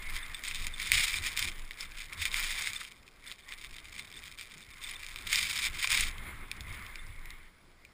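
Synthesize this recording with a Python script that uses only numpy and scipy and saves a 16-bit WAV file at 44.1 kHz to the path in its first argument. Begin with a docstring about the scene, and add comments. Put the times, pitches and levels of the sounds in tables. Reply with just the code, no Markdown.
"""The edge of a forest in a blizzard, with a camera and its microphone low in the snow.
Gusts rush through the bare trees, a roar runs near the ground and eddies buffet the port: shaped noise.
Close up, icy grains rattle on the housing as random blows through its resonances, with single hard ticks.
A few small pings are pairs of decaying sines; soft lumps and one brief shudder are low sines."""
import sys
import numpy as np
from scipy import signal
from scipy.fft import rfft, irfft, next_fast_len
from scipy.io import wavfile
from scipy.ndimage import uniform_filter1d, map_coordinates

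SR = 44100
rng = np.random.default_rng(int(sys.argv[2]) if len(sys.argv) > 2 else 0)


def wav_record(signal):
    """Record a signal, one row per channel, as 16-bit PCM in the file named by sys.argv[1]."""
    frames = np.transpose(np.atleast_2d(signal))
    bounded = np.clip(frames, -1, 1)
    # unit amplitude maps onto the largest positive 16-bit level
    quanta = np.round(bounded * 32767).astype(np.int16)
    wavfile.write(sys.argv[1], SR, quanta)


N = 349713


def amp(db):
    """Amplitude factor of a level in dB."""
    return 10 ** (np.asarray(db) / 20)


def unit(x):
    """x scaled to rms 1."""
    return x / np.sqrt(np.mean(x ** 2) + 1e-20)


def along(points, hz):
    """Values at hz from (frequency, value) points, on a log frequency axis."""
    f, v = np.transpose(points)
    return np.interp(np.log(hz + 1), np.log(f + 1), v)


def curves(rows):
    """One value per sample for each column after the time."""
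    s, *cols = np.transpose(rows)
    return [np.interp(np.arange(N) / SR, s, c) for c in cols]


def wobble(rate):
    """A smooth random curve, rate knots a second."""
    knots = rng.standard_normal(int(N * rate / SR) + 4)
    return map_coordinates(knots, [np.arange(N) * rate / SR])


def filtered(x, response):
    """x times a response of frequency."""
    m = next_fast_len(N + SR // 2)
    return irfft(rfft(x, m) * response(np.fft.rfftfreq(m, 1 / SR)), m)[:N]


def add(track, s, sound):
    """Mix a sound into the track at time s."""
    part = track[max(round(s * SR), 0):][:len(sound)]
    part += sound[:len(part)]


# notches of the microphone port: centre_hz [Hz], width_hz [Hz], gain_db [dB]
PORT_NOTCHES = [(6020, 534, -8), (11770, 1140, -32)]


def port(hz):
    """Gain of the narrow duct in front of the microphone."""
    return amp(sum(db * np.exp(-((hz - centre) / width) ** 2) for centre, width, db in PORT_NOTCHES))


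def air(spectrum, patchy_db):
    """Turbulent noise of rms 1 with patches of random gain, heard through the port."""
    z = signal.stft(rng.standard_normal(N), nperseg=512)[2]
    # smoothed over frequency, then over time
    field = uniform_filter1d(rng.standard_normal(z.shape), size=6, axis=0)
    field = uniform_filter1d(field, size=14, axis=1)
    noise = signal.istft(z * amp(patchy_db * unit(field)), nperseg=512)[1][:N]
    return unit(filtered(noise, lambda hz: amp(along(spectrum, hz)) * port(hz)))


def swell(s, length):
    """Power of a gust or an eddy as it passes: a bell curve."""
    return np.exp(-(2 * (np.arange(N) / SR - s) / length) ** 2)


# strength of the wind among the trees: time_s [s], level_db [dB, relative]
WIND_STRENGTH = [(0.0, -54), (0.6, -58), (1.1, -57.5), (1.45, -54.5), (1.7, -63), (2.05, -63), (2.4, -52),
                 (2.7, -55.5), (2.92, -70), (3.15, -73), (3.7, -67), (4.2, -64.5), (4.6, -69.5), (5.3, -57),
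                 (5.95, -54.5), (6.5, -60.5), (7.1, -61), (7.75, -74)]
# gusts that sweep through the trees: centre_s [s], length_s [s], level_db [dB, relative]
TREE_GUSTS = [(0.19, .1, -54), (1.82, 0.073, -57.5), (3.283, .07, -58.5), (3.505, 0.092, -62),
              (4.906, 0.27, -61.5), (6.277, 0.091, -52), (6.745, 0.12, -55), (6.89, 0.21, -58.5),
              (7.307, 0.15, -60)]
# eddies that roll over the microphone port:
# centre_s [s], length_s [s], rumble_db [dB], slow_flapping_db [dB]
PORT_EDDIES = [(0.1, .28, -53, -38), (0.627, 0.26, -51.5, -38.5), (0.96, 0.16, -47.5, -43),
               (1.203, 0.16, -49, -40), (1.468, 0.097, -46, -42), (1.596, 0.16, -61, -38),
               (1.916, 0.14, -61, -43), (2.215, 0.21, -55.5, -47), (2.39, 0.26, -64, -43.5),
               (3.72, 0.2, -58.5, -45.5), (3.976, .11, -60, -54), (4.91, 0.32, -60, -56.5),
               (5.227, 0.2, -56.5, -48.5), (5.425, 0.12, -51, -54), (5.712, 0.14, -51, -43),
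               (6.017, 0.16, -44.5, -38.5), (6.274, 0.44, -49.5, -47), (6.735, 0.18, -44.5, -44.5),
               (7.143, 0.34, -54.5, -45.5)]
# rush in the bare trees, before the port: frequency_hz [Hz], density_db [dB per Hz, relative]
RUSH_SPECTRUM = [(300, -16.5), (700, -14.5), (880, -11.5), (1060, -1.5), (1450, -4), (1850, -0.5),
                 (2130, 5.5), (2750, -11.5), (3500, -8.5), (5000, -27), (9200, -19), (9900, -8.5),
                 (10800, -5), (15500, -20.5)]
# roar near the ground, before the port: frequency_hz [Hz], density_db [dB per Hz, relative]
ROAR_SPECTRUM = [(30, -28), (80, -3.5), (160, 1), (250, -2.5), (370, -4.5), (460, -12.5), (700, -12.5),
                 (1500, -8), (4000, -69.5)]
# slow flapping at the port: frequency_hz [Hz], density_db [dB per Hz, relative]
FLAP_SPECTRUM = [(5, -6), (12, -3.5), (18, 7), (23, 12), (32, -7.5), (45, -9), (90, -52)]
# rumble at the port: frequency_hz [Hz], density_db [dB per Hz, relative]
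RUMBLE_SPECTRUM = [(20, -5), (40, 0.5), (65, 4), (95, -1.5), (130, -8.5), (250, -22), (600, -65)]
# faint noise of constant level, before the port: frequency_hz [Hz], density_db [dB per Hz, relative]
STILL_SPECTRUM = [(20, -27), (100, -5), (400, -0.5), (2000, -16.5), (5000, -10.5), (15000, -31)]
# wind level in a moderate breeze, on the scale of WIND_STRENGTH
BREEZE_DB = -60
# dB gained by the ground roar, the rumble and the flapping for each dB of wind over the breeze
ROAR_GROWS, RUMBLE_GROWS, FLAP_GROWS = 0.14, .45, 0.58


def wind(rush_db=-53, roar_db=-66, flap_db=-57, rumble_db=-63, gust_db=7, eddy_roar_db=-10,
         swell_db=2.5, still_db=-68):
    """One wind drives the rush in the trees, the ground roar and the buffeting; gusts and eddies add power."""
    strength = curves(WIND_STRENGTH)[0] - BREEZE_DB
    gusts = np.sqrt(sum(amp(db + gust_db) ** 2 * swell(s, length) for s, length, db in TREE_GUSTS))
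    eddy_power = sum(amp(dbs)[:, None] ** 2 * swell(s, length) for s, length, *dbs in PORT_EDDIES)
    eddy_rumble, eddy_flap = np.sqrt(eddy_power)
    # independent noises add as powers
    rush = np.hypot(amp(rush_db + strength), gusts)
    roar = np.hypot(amp(roar_db + ROAR_GROWS * strength), amp(eddy_roar_db) * eddy_rumble)
    rumble = np.hypot(amp(rumble_db + RUMBLE_GROWS * strength), eddy_rumble)
    flap = np.hypot(amp(flap_db + FLAP_GROWS * strength), eddy_flap)
    trees = rush * amp(1.04 * wobble(25)) * air(RUSH_SPECTRUM, patchy_db=2.0)
    ground = roar * amp(swell_db * wobble(14)) * air(ROAR_SPECTRUM, patchy_db=1.0)
    flapping = flap * air(FLAP_SPECTRUM, patchy_db=.3)
    rumbling = rumble * amp(0.84 * wobble(17)) * air(RUMBLE_SPECTRUM, patchy_db=1.5)
    still = amp(still_db) * air(STILL_SPECTRUM, patchy_db=-1.5)
    return trees + ground + flapping + rumbling + still


def clumps(rate, life):
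    """A curve of spread 1 that jumps whenever a clump of snow bursts and sinks as it scatters."""
    bursts = (rng.random(N) < rate / SR) * rng.uniform(.5, 1, N)
    decay = np.exp(-1 / (life * SR))
    spray = np.minimum(signal.lfilter([1], [1, -decay], bursts), 1)
    return unit(spray - spray.mean())


# thin drift of snow against the housing: time_s [s], level_db [dB, relative]
SNOW_DRIFT = [(0.0, -54.5), (0.38, -55.5), (0.85, -47), (1.25, -46.5), (1.62, -56), (2.1, -56.5),
              (2.35, -42), (2.8, -50), (3.02, -66), (3.16, -68), (3.35, -56.5), (4.6, -56.5), (4.9, -50),
              (6.0, -53.5), (6.12, -63), (6.45, -68), (6.8, -59.5), (7.6, -77.5)]
# flurries flung at the housing:
# start_s [s], level_db [dB, relative], length_s [s], sag_db [dB lost while it lasts]
SNOW_FLURRIES = [(0.129, -44.5, 0.031, -5), (0.449, -36.5, 0.057, 3), (0.553, -38, .02, 2.5),
                 (0.599, -45, 0.038, -2), (0.798, -39.5, 0.099, -1), (0.93, -25.5, .1, 6),
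                 (1.039, -34, 0.14, 1), (1.25, -33, 0.034, 0), (1.376, -34, 0.11, 4),
                 (1.803, -42, 0.028, -0.5), (1.982, -43.5, 0.081, 6), (2.202, -34, 0.068, 3.5),
                 (2.338, -36, 0.35, 1), (2.726, -46.5, 0.13, 1.5), (3.253, -49, 0.066, -3),
                 (3.483, -46, .05, 3), (3.619, -50, 0.031, 0), (3.946, -45, 0.051, 0),
                 (4.134, -51, 0.029, -1), (4.246, -48.5, 0.07, 2.5), (4.383, -48.5, 0.055, 3),
                 (4.827, -43.5, .08, 3.5), (5.046, -48.5, 0.12, 3), (5.275, -42.5, 0.029, -3),
                 (5.328, -27, 0.14, 7), (5.477, -35, .19, -2), (5.744, -41, 0.1, 1.5),
                 (5.833, -29, 0.016, 1.5), (5.909, -28, .1, 0.5), (6.022, -34, 0.063, 4),
                 (6.72, -54, 0.046, 3)]
# every flurry builds up and dies away at the same pace
FLURRY_RISE_S, FLURRY_FALL_S = .012, .016


def drift(puff_db=2.5):
    """Relative level in dB of the snow that hits the housing: a puffy drift and the flurries."""
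    t = np.arange(N) / SR
    power = amp(curves(SNOW_DRIFT)[0] + puff_db * clumps(rate=32, life=0.016)) ** 2
    for s, db, length, sag_db in SNOW_FLURRIES:
        age = t - s
        before = np.minimum(age, 0)
        after = np.maximum(age - length, 0)
        edges = np.exp(before / FLURRY_RISE_S - after / FLURRY_FALL_S)
        power += (amp(db - sag_db * np.clip(age / length, 0, 1)) * edges) ** 2
    return 10 * np.log10(power)


# resonances of the housing, before the spread from spot to spot:
# centre_hz [Hz], width_hz [Hz], level_db [dB, relative]
HOUSING_MODES = [(1114, 650, -14.5), (2140, 310, -0.5), (2364, 150, 2), (3170, 86, -5), (3660, 380, -3.5),
                 (4730, 210, -13), (5205, 610, -9.5), (6740, 790, -11.5), (8380, 385, -10.5),
                 (9724, 180, -8), (14400, 220, -11)]


def knock(spread_db, tilt_db, low_hz=1300, bright_hz=7000, lag_hz=3600, lag_width_hz=2600,
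          echo_s=0.000812):
    """The housing's answer to one grain, energy 1: the spot sets the modes, hardness a tilt per octave."""
    size = 2048
    hz = np.fft.rfftfreq(size, 1 / SR) + 1
    power = 0
    for centre, width, db in HOUSING_MODES:
        strength = amp(db + spread_db * rng.standard_normal()) ** 2
        detuning = (hz * hz - centre * centre) / (hz * width)
        power = power + strength / (1 + detuning ** 2)
    stiff = 1 / np.hypot(1, (low_hz / hz) ** 2)  # the small shell radiates little bass
    tilt = amp(tilt_db * np.log2(np.clip(hz, low_hz, bright_hz) / low_hz))
    gain = np.sqrt(power) * stiff * port(hz) * tilt
    # minimum phase: a sharp start, then the ring
    cepstrum = irfft(np.log(gain + 1e-6))[:size // 2]
    cepstrum[0] /= 2
    response = np.exp(rfft(2 * cepstrum, size))
    # bending waves disperse, so the ring builds up over a cycle or two
    bend = lag_hz ** 2 - hz ** 2 + 1j * hz * lag_width_hz
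    # the wave comes back from the far edge, sooner or later according to the spot
    delay = echo_s * (.5 + rng.random())
    edge = 1 + .3 * np.exp(-2j * np.pi * hz * delay)
    ring = irfft(response * edge * np.conj(bend) / bend)[:size // 2]
    return ring / np.linalg.norm(ring)


def flurries(level, snow_db=-0.83, clump_db=1.4, swirl_db=2.1, size_db=7, hardness_db=0.5,
             density=2200, thickening=.75, count=24):
    """Grains land in swirls and clumps on many spots; a thicker drift brings more and louder grains."""
    level = level + clump_db * clumps(rate=120, life=0.0054) + swirl_db * wobble(110)
    # of a landing, per sample; density is grains a second at a level of -40.5 dB
    chance = np.clip(density * amp(thickening * (level + 40.5)) / SR, 1e-6, 1)
    sizes = unit(amp(size_db * np.minimum(rng.standard_normal(N), 1.6)))
    landings = rng.random(N) < chance
    blows = landings * sizes * amp(level + snow_db) / np.sqrt(chance)
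    spots = rng.integers(count, size=N)
    track = np.zeros(N)
    for spot, hardness in enumerate(np.linspace(-1, 1, count)):
        ring = knock(spread_db=2.5, tilt_db=hardness_db * hardness)
        track += signal.oaconvolve(blows * (spots == spot), ring)[:N]
    return track


def strays(level, over_db, top_db, spread_db, count):
    """(s, dB) of single grains that land at random all along, the louder the thicker the snow."""
    at = ((np.arange(count) + rng.random(count)) * N / count).astype(int)
    loudness = level[at] + over_db + spread_db * rng.standard_normal(count)
    return zip(at / SR, np.minimum(loudness, top_db))


# the largest ice grains: start_s [s], level_db [dB, relative], hardness_db [dB per octave]
LARGE_GRAINS = [(0.165, -30, -1), (0.3457, -34.5, 1), (0.438, -33.5, 0), (0.512, -30, -5.5),
                (0.5472, -31.5, -1), (0.6686, -28, 1), (0.9184, -13, 2.5), (1.1413, -24.5, -.5),
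                (1.186, -30, 0), (1.3745, -25, 0), (1.3929, -24.5, 2), (1.4262, -23.5, 0.5),
                (1.7094, -33, -5), (2.126, -35, -4), (2.2543, -23, 0), (2.343, -20, -2),
                (2.396, -28.5, -1.5), (2.6728, -24, -4.5), (2.814, -36.5, -7), (3.079, -45.5, -2),
                (3.784, -39.5, -6.5), (3.9949, -32, 1), (4.116, -43.5, -3), (4.3956, -40, 1),
                (5.16, -33, 0), (5.3295, -19, 0.5), (5.358, -20.5, -2), (5.4285, -27.5, 1.5),
                (5.577, -30, 0), (5.844, -21, -10), (5.8738, -24, -0.5), (5.9043, -23.5, 0),
                (5.9288, -21.5, 0), (6.0083, -22, 1), (6.182, -40.5, -1), (6.515, -28, 0.5),
                (6.6077, -37, 1), (6.865, -39.5, -4), (6.957, -36, -4), (7.257, -42.5, -1),
                (7.3053, -41.5, 1.5), (7.8505, -44.5, -0.5)]


def ticks(level, tick_db=19.0, splinter_db=-11, splinter_t60=0.075, splinter_rate=700,
          stray_tilt_db=-1, tilt_spread_db=3):
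    """Large grains stand out of the rattle, each with its own colour, and break into a spray of splinters."""
    track, t = np.zeros(N), np.arange(SR // 20) / SR
    lesser = [(s, db, rng.normal(stray_tilt_db, tilt_spread_db))
              for s, db in strays(level, over_db=9.0, top_db=-31.5, spread_db=2.5, count=80)]
    for s, db, hardness in [*LARGE_GRAINS, *lesser]:
        ring = knock(spread_db=5.5, tilt_db=hardness, low_hz=1730)
        splinters = (rng.random(len(t)) < splinter_rate / SR) * (2 * rng.random(len(t)) - 1)
        blows = splinters * amp(splinter_db - 60 * t / splinter_t60)
        blows[0] = 1  # the grain itself
        add(track, s, amp(db + tick_db) * signal.fftconvolve(blows, ring))
    return track


# grains that strike a small ringing part of the camera: start_s [s], level_db [dB, relative]
PING_STRIKES = [(0.168, -41), (0.229, -31.5), (0.3455, -26.5), (0.555, -29.5), (0.738, -28.5), (1.168, -26),
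                (2.571, -40), (2.761, -24), (4.17, -34), (4.842, -29.5), (4.957, -34), (6.991, -41)]
# modes of that part: pitch_hz [Hz], level_db [dB, before a random spread], t60_s [s]
RINGING_PART = [(3564, 0, 0.037), (8410, -7.5, 0.038)]


def pings(level, ping_db=-1, attack=0.0014):
    """Now and then a grain sets two clear modes ringing for a moment; faint pings follow the drift."""
    track, t = np.zeros(N), np.arange(SR // 10) / SR
    faint = strays(level, over_db=8.0, top_db=-35, spread_db=3.0, count=85)
    for s, db in [*PING_STRIKES, *faint]:
        ring = np.zeros(len(t))
        for hz, mode_db, t60 in RINGING_PART:
            decay = amp(mode_db + rng.normal(0, 1) - 60 * t / t60)
            ring += decay * np.sin(2 * np.pi * hz * t)
        add(track, s, amp(db + ping_db) * ring * (1 - np.exp(-t / attack)))
    return track


def throb(s=2.217, hz=80, db=-44, width=0.032):
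    """The camera shudders for a few cycles: a low sine under a bell curve."""
    t = np.arange(N) / SR - s
    return amp(db) * np.exp(-(t / width) ** 2) * np.sin(2 * np.pi * hz * t)


# soft lumps of snow on the housing:
# start_s [s], level_db [dB, before the rise and decay], pitch_hz [Hz]
SNOW_LUMPS = [(2.814, -34.5, 1290), (5.845, -27, 1033)]


def lumps(t60=0.024, attack=0.00072):
    """A soft lump wakes a low ring of the housing: a sine with a rounded start and a quick decay."""
    track, t = np.zeros(N), np.arange(SR // 20) / SR
    for s, db, hz in SNOW_LUMPS:
        decay = amp(db - 60 * t / t60)
        add(track, s, decay * np.sin(2 * np.pi * hz * t) * (1 - np.exp(-t / attack)))
    return track


def scene():
    """Wind and snow at one microphone."""
    snow = drift()
    return (wind() + flurries(snow) + ticks(snow) + pings(snow) + throb() + lumps())[None]


def record(dry, top_hz=15500):
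    """The camera keeps nothing above its band limit."""
    return np.array([filtered(channel, lambda hz: hz < top_hz) for channel in dry])


dry = scene()
out = record(dry)
wav_record(out)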